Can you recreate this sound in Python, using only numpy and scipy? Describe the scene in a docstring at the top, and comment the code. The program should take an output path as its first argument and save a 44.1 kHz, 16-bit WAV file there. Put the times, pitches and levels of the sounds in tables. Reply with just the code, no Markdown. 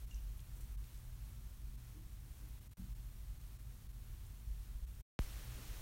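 """Bath bomb fizzing

In a quiet bathroom, countless tiny bubbles burst under foam and sum to a soft hiss that slowly calms.
Larger bubbles tick, gas spurts and a droplet pings. Water laps, the tub's modes ring in dull bumps,
the building rumbles and a fan hums. The sound drops out twice, first briefly, then for a moment;
it returns with a pop, louder now that the bomb fizzes in open water."""
import sys
import numpy as np
from scipy import signal
from scipy.fft import rfft, irfft
from scipy.io import wavfile
from scipy.ndimage import uniform_filter1d

SR = 44100
rng = np.random.default_rng(int(sys.argv[2]) if len(sys.argv) > 2 else 0)


def bounce(signal):
    """Save signal as a 16-bit WAV file at the path given by the first command-line argument."""
    frames = np.transpose(np.atleast_2d(signal))
    limited = np.clip(frames, -1, 1)
    pcm = np.round(limited * 32767).astype(np.int16)
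    wavfile.write(sys.argv[1], SR, pcm)


N = 256220
TIME = np.arange(N) / SR
FREQ = np.maximum(np.arange(N // 2 + 1) * SR / N, 1)
OPEN_WATER_S = 5.19083

# hiss under foam: (frequency [Hz], relative spectral density [dB])
FOAM_SPECTRUM = [(250, 4), (500, 2.5), (700, 2.5), (1100, 2), (2000, 0), (4000, -1), (6000, -1.33),
                 (7700, -2), (9500, 0), (13000, 0.2), (16000, 0)]
# hiss in open water: (frequency [Hz], relative spectral density [dB])
OPEN_WATER_SPECTRUM = [(250, 5.5), (600, 1), (1500, 0.5), (3000, -0.5), (6000, -1.7), (7700, -4),
                       (8700, -3), (11000, -3.5), (13000, -3), (16000, -4)]
# brief dips of the hiss: (time [s], depth [dB])
HISS_DIPS = [(.062, 7), (.767, 12), (1.768, 6.5), (2.602, 7.5), (2.687, 12), (2.704, 10.5), (2.942, 7.5),
             (3.39, 4), (3.581, 7), (3.882, 6.5), (3.923, 4.5), (4.861, 11)]
# the clearest single bursts: (time [s], level [dB], frequency [Hz], bandwidth [Hz])
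BUBBLE_TICKS = [(.111, -62, 2650, 1200), (.1445, -52, 5900, 1090), (.157, -62, 5800, 900),
                (.374, -61, 12000, 3500), (.380, -57.5, 11000, 3500), (.394, -58, 3400, 2000),
                (.403, -58, 7500, 7000), (.724, -59, 12500, 4000), (.841, -60, 6000, 9000),
                (.945, -65, 3200, 2500), (.975, -59, 8600, 3000), (1.001, -66, 9500, 3000),
                (1.331, -62, 7500, 3000), (2.488, -57, 12500, 4500), (3.414, -64, 4000, 4500),
                (4.266, -60.5, 8600, 6500), (5.445, -53, 15000, 2000)]
# escaping gas: (time [s], level [dB], frequency [Hz], bandwidth [Hz], T60 [s])
GAS_SPURTS = [(.104, -66.5, 6500, 1500, 0.13), (.154, -72, 6200, 1200, 0.1),
              (.56, -66.5, 9000, 10000, 0.25), (.604, -62, 9500, 11000, 0.25),
              (.94, -68, 5000, 10050, 0.17), (5.228, -60, 7000, 10000, .06), (5.535, -63, 8000, 10000, .06),
              (5.672, -57, 5000, 9000, .06)]
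# one droplet: (time [s], level [dB], starting frequency [Hz], T60 [s])
DROPLET_PING = (.110, -62.5, 2880, .155)
# water against the tub: (time [s], level [dB], frequency [Hz])
WATER_LAPS = [(.54, -68, 245), (1.93, -70.5, 370), (5.55, -61, 280)]
# bumps of water and tub: (time [s], drive level [dB], most excited frequency [Hz], rise time [s])
TUB_BUMPS = [(1.935, -66.5, 320, 0.031), (2.40, -74, 285, 0.026), (2.78, -51, 183, 0.015),
             (5.563, -65, 252, 0.018)]
# modes of the filled tub: (frequency [Hz], gain [dB])
TUB_RESONANCES = [(183, 0), (234, -1.5), (302, 1.5), (340, -2.5)]
# rumble of the building: (frequency [Hz], relative spectral density [dB])
RUMBLE_SPECTRUM = [(12, -17), (25, -7), (36, -8), (47, 6.5), (57, 0.5), (72, -9.5), (86, -18), (105, -17),
                   (140, -45.5), (250, -75)]
# swells of the rumble's deep part: (time [s], gain [dB])
RUMBLE_SWELLS = [(0.0, -47), (0.12, -46.5), (0.22, -45.5), (0.36, -46), (0.45, -55.5), (0.54, -47),
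                 (0.83, -47), (0.89, -56.5), (0.97, -47), (1.56, -52.5), (1.68, -45.5), (1.9, -54.5),
                 (2.52, -50), (2.72, -64), (2.8, -49.5), (3.3, -49.5), (3.9, -53), (4.12, -47),
                 (4.36, -53.5), (4.48, -41.5), (4.64, -52.5), (4.8, -38), (4.9, -51), (5.0, -44)]
# air noise of the fan: (frequency [Hz], relative spectral density [dB])
FAN_SPECTRUM = [(50, -23), (85, 3.5), (105, 0.5), (140, -6.5), (180, -11), (235, -14), (270, -21),
                (340, -23), (480, -32), (900, -63.5)]
# hum of the fan motor: (frequency [Hz], level [dB])
MOTOR_LINES = [(120, -63), (299.5, -88.5)]
# gaps in the sound: (start [s], end [s], depth [dB])
SOUND_GAPS = [(2.734, 2.769, 30), (5.01, 5.19, 70)]
# hollows in the microphone's response: (frequency [Hz], Gaussian width [Hz], depth [dB])
MIC_HOLLOWS = [(4920, 190, 3), (10410, 230, 4.5)]


def fizz(foam_db=-65.5, fresh_db=0.96, calm_s=1.1, open_db=-57):
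    """Superposition: countless bursts merge into hiss, calming under foam and louder in open water."""
    grains = bubbles(per_second=9000, scatter_db=2, t60_cycles=5)
    foam_gain = undb(foam_db + fresh_db * np.exp(-TIME / calm_s))
    foam = hiss(FOAM_SPECTRUM, grains, flicker_db=0.65) * foam_gain
    water = hiss(OPEN_WATER_SPECTRUM, grains, flicker_db=0.4) * undb(open_db)
    return np.where(TIME > OPEN_WATER_S, water, foam) * dips()


def bubbles(per_second, scatter_db, t60_cycles, size_classes=14):
    """Damped oscillators struck at random: each bubble rings briefly; small, high ones are commonest."""
    pitches = np.geomspace(1200, 15000, size_classes)
    out = np.zeros(N)
    for hz in pitches:
        bursts = rng.random(N) < per_second * hz / pitches.sum() / SR
        strength = undb(scatter_db * np.minimum(rng.exponential(size=N), 5)) * rng.choice([-1, 1], N)
        pole = np.exp((2j * np.pi - np.log(1000) / t60_cycles) * hz / SR)
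        ringing = signal.lfilter([1], [1, -pole], bursts * strength).imag
        out += np.sqrt(hz) * unit(ringing)
    return unit(out)


def hiss(spectrum, grains, flicker_db, grain_db=-5.5):
    """Faint bursts sum to Gaussian noise, single ones stand out, and the gas flow modulates the level."""
    blend = rng.standard_normal(N) + undb(grain_db) * grains
    return colour(blend, spectrum) * undb(flicker_db * drift(13))


def dips(half_width_s=0.0063):
    """Amplitude modulation: a gain that lowers the hiss briefly at each dip."""
    return undb(-sum(depth / (1 + np.abs((TIME - s) / half_width_s) ** 4) for s, depth in HISS_DIPS))


def ticks(faint_db=-66.5, scatter_db=2.0, low_hz=4000, high_hz=14000, width_hz=7000, count=12):
    """Discrete transients: the clear bursts, plus faint random ones that thin out as the foam calms."""
    faint = [(OPEN_WATER_S * when ** 1.3, faint_db + scatter_db * (2 * size - 1),
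              low_hz + (high_hz - low_hz) * pitch, width_hz)
             for when, size, pitch in rng.random((count, 3))]
    return sum(burst(*row) for row in BUBBLE_TICKS + faint)


def burst(start, db, hz, width_hz, tail_db=-22):
    """Cavity resonance: a larger bubble bursts and rings; the tiled walls add faint reverberation."""
    envelope = strike(start, rise_s=0.00028, t60=0.012)
    cavity = resonant_noise(hz, width_hz, order=2)
    ring = unit(cavity * envelope) * np.sqrt(np.mean(envelope ** 2))
    tail = cavity * strike(start, rise_s=0.015, t60=0.25)
    return undb(db) * (ring + undb(tail_db) * tail)


def spurts(rise_s=0.0053):
    """Flow noise: gas escapes in short rushes that decay exponentially."""
    return sum(undb(db) * resonant_noise(hz, width_hz) * strike(start, rise_s, t60)
               for start, db, hz, width_hz, t60 in GAS_SPURTS)


def droplet(sag_hz=230, sag_s=0.026, beat_hz=42, tail_db=-12):
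    """Beating of two close modes: a rough ping sinks in pitch and reverberates between the tiles."""
    start, db, hz, t60 = DROPLET_PING
    age = np.maximum(TIME - start, 0)
    pitch = hz - sag_hz * (1 - np.exp(-age / sag_s)) + 45 * drift(260)
    carrier = np.exp(2j * np.pi * np.cumsum(pitch) / SR)
    rough_beat = 1 + .45 * np.exp(2j * np.pi * beat_hz * age) + .3 * drift(400)
    ping = np.sqrt(2) * (rough_beat * carrier).real * strike(start, rise_s=.003, t60=t60)
    tail = resonant_noise(hz=2830, width_hz=300) * strike(start, rise_s=.06, t60=.55)
    return undb(db) * (ping + undb(tail_db) * tail)


def pop(db=-30.5, first_cycle_s=.000104, bend=.234, fade_s=0.047, edge_db=-32, edge_s=.00007):
    """Group delay: the lows of a sharp click arrive late, so it sweeps quickly from treble to bass."""
    age = np.maximum(TIME - OPEN_WATER_S, 0)
    cycles = (age / first_cycle_s) ** bend
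    sweep = -undb(db) * np.sin(2 * np.pi * cycles) * np.exp(-(age / fade_s) ** 2)
    edge = undb(edge_db) * np.exp(-((TIME - OPEN_WATER_S) / edge_s - 1) ** 2)
    return sweep + edge


def laps(rise_s=0.036, t60=0.29, relative_width=0.5):
    """Broad resonances excited by noise: water washes softly against the tub."""
    return sum(undb(db) * resonant_noise(hz, relative_width * hz) * strike(start, rise_s, t60)
               for start, db, hz in WATER_LAPS)


def bumps(t60=0.39, wobble_rad=0.59, reach_octaves=0.32):
    """Modal excitation: a bump rings the tub's modes nearest its pitch, unsteadily as the water moves."""
    out = np.zeros(N)
    for hz, mode_db in TUB_RESONANCES:
        drive = np.zeros(N)
        for start, db, centre_hz, rise_s in TUB_BUMPS:
            coupling = np.exp(-.5 * (np.log2(hz / centre_hz) / reach_octaves) ** 2)
            drive += undb(db) * coupling * strike(start, rise_s, t60)
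        mode = np.sqrt(2) * np.sin(2 * np.pi * hz * TIME + wobble_rad * drift(50))
        out += undb(mode_db) * drive * mode
    return out


def rumble(steadiness=0.72, flutter_db=1.5, crossover_hz=64, upper_db=-53, open_water_db=-48):
    """Room resonance gathers the building's noise near 50 Hz; its deep part swells and sinks."""
    noise = colour(rng.standard_normal(N), RUMBLE_SPECTRUM)
    envelope = np.sqrt(uniform_filter1d(noise ** 2, SR // 8))
    evened = unit(noise / envelope ** steadiness) * undb(flutter_db * drift(14))
    deep = irfft(rfft(evened) / (1 + (FREQ / crossover_hz) ** 10), N)
    deep_db = np.where(TIME > OPEN_WATER_S, open_water_db, np.interp(TIME, *np.transpose(RUMBLE_SWELLS)))
    return deep * undb(deep_db) + (evened - deep) * undb(upper_db)


def fan(air_db=-60, waver_db=2.5, waver_rad=.2):
    """Moving air gives a continuous spectrum; the motor adds a line spectrum that wavers slightly."""
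    air = colour(rng.standard_normal(N), FAN_SPECTRUM) * undb(air_db)
    hum = np.zeros(N)
    for hz, db in MOTOR_LINES:
        amplitude = np.sqrt(2) * undb(db - waver_db * drift(9))
        hum += amplitude * np.sin(2 * np.pi * hz * TIME + waver_rad * drift(2.9))
    return air + hum


def dropouts(return_s, fade_db_per_s=2800):
    """Gating: at each gap the gain falls fast, stays low and recovers over return_s."""
    loss_db = np.zeros(N)
    for start, end, depth in SOUND_GAPS:
        fade_db = np.clip((TIME - start) * fade_db_per_s, 0, depth)
        hold = np.clip(1 - (TIME - end) / return_s, 0, 1) ** 2
        loss_db += fade_db * hold
    return undb(-loss_db)


def strike(start, rise_s, t60):
    """Exponential damping: an envelope rises linearly to 1, then loses 60 dB in t60 seconds."""
    age = np.maximum(TIME - start, 0)
    return np.minimum(age / rise_s, 1) * undb(-60 * np.clip((age - rise_s) / t60, 0, 3))


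def resonant_noise(hz, width_hz, order=1):
    """Resonance driven by white noise, at rms 1; order 2 has steeper flanks."""
    detuning = (FREQ ** 2 - hz ** 2) / (FREQ * width_hz)
    return unit(irfft(rfft(rng.standard_normal(N)) / (1 + 1j * detuning) ** order, N))


def colour(x, spectrum):
    """Spectral shaping by (frequency [Hz], gain [dB]) points, at rms 1."""
    hz, db = np.transpose(spectrum)
    gain = undb(np.interp(np.log(FREQ), np.log(hz), db))
    return unit(irfft(rfft(x) * gain, N))


def drift(rate_hz):
    """Low-pass filtering of random steps: a smooth drift with a spread near 1."""
    span = int(SR / rate_hz)
    steps = np.repeat(rng.standard_normal(N // span + 1), span)
    return 1.38 * uniform_filter1d(uniform_filter1d(steps, span), span)[:N]


def undb(db):
    """Amplitude ratio of a level in decibels."""
    return 10 ** (np.asarray(db) / 20)


def unit(x):
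    """Normalisation to rms 1."""
    return x / np.sqrt(np.mean(x ** 2))


def scene():
    """Superposition of fizz, tub and room, the same in both ears."""
    treble = fizz() + ticks() + spurts() + droplet()
    bass = laps() + bumps() + rumble() + fan()
    # after a gap the treble snaps back, while the bass eases in
    mono = treble * dropouts(return_s=.0025) + bass * dropouts(return_s=.016) + pop()
    return np.array([mono, mono])


def record(dry, cutoff_hz=15820):
    """Frequency response of the microphone over the tub: two narrow hollows and a steep treble cut."""
    loss_db = sum(depth * np.exp(-.5 * ((FREQ - hz) / width) ** 2) for hz, width, depth in MIC_HOLLOWS)
    heard = irfft(rfft(dry) * undb(-loss_db), N)
    low_pass = signal.ellip(10, .1, 70, cutoff_hz, fs=SR, output="sos")
    return signal.sosfilt(low_pass, heard)


dry = scene()
out = record(dry)
bounce(out)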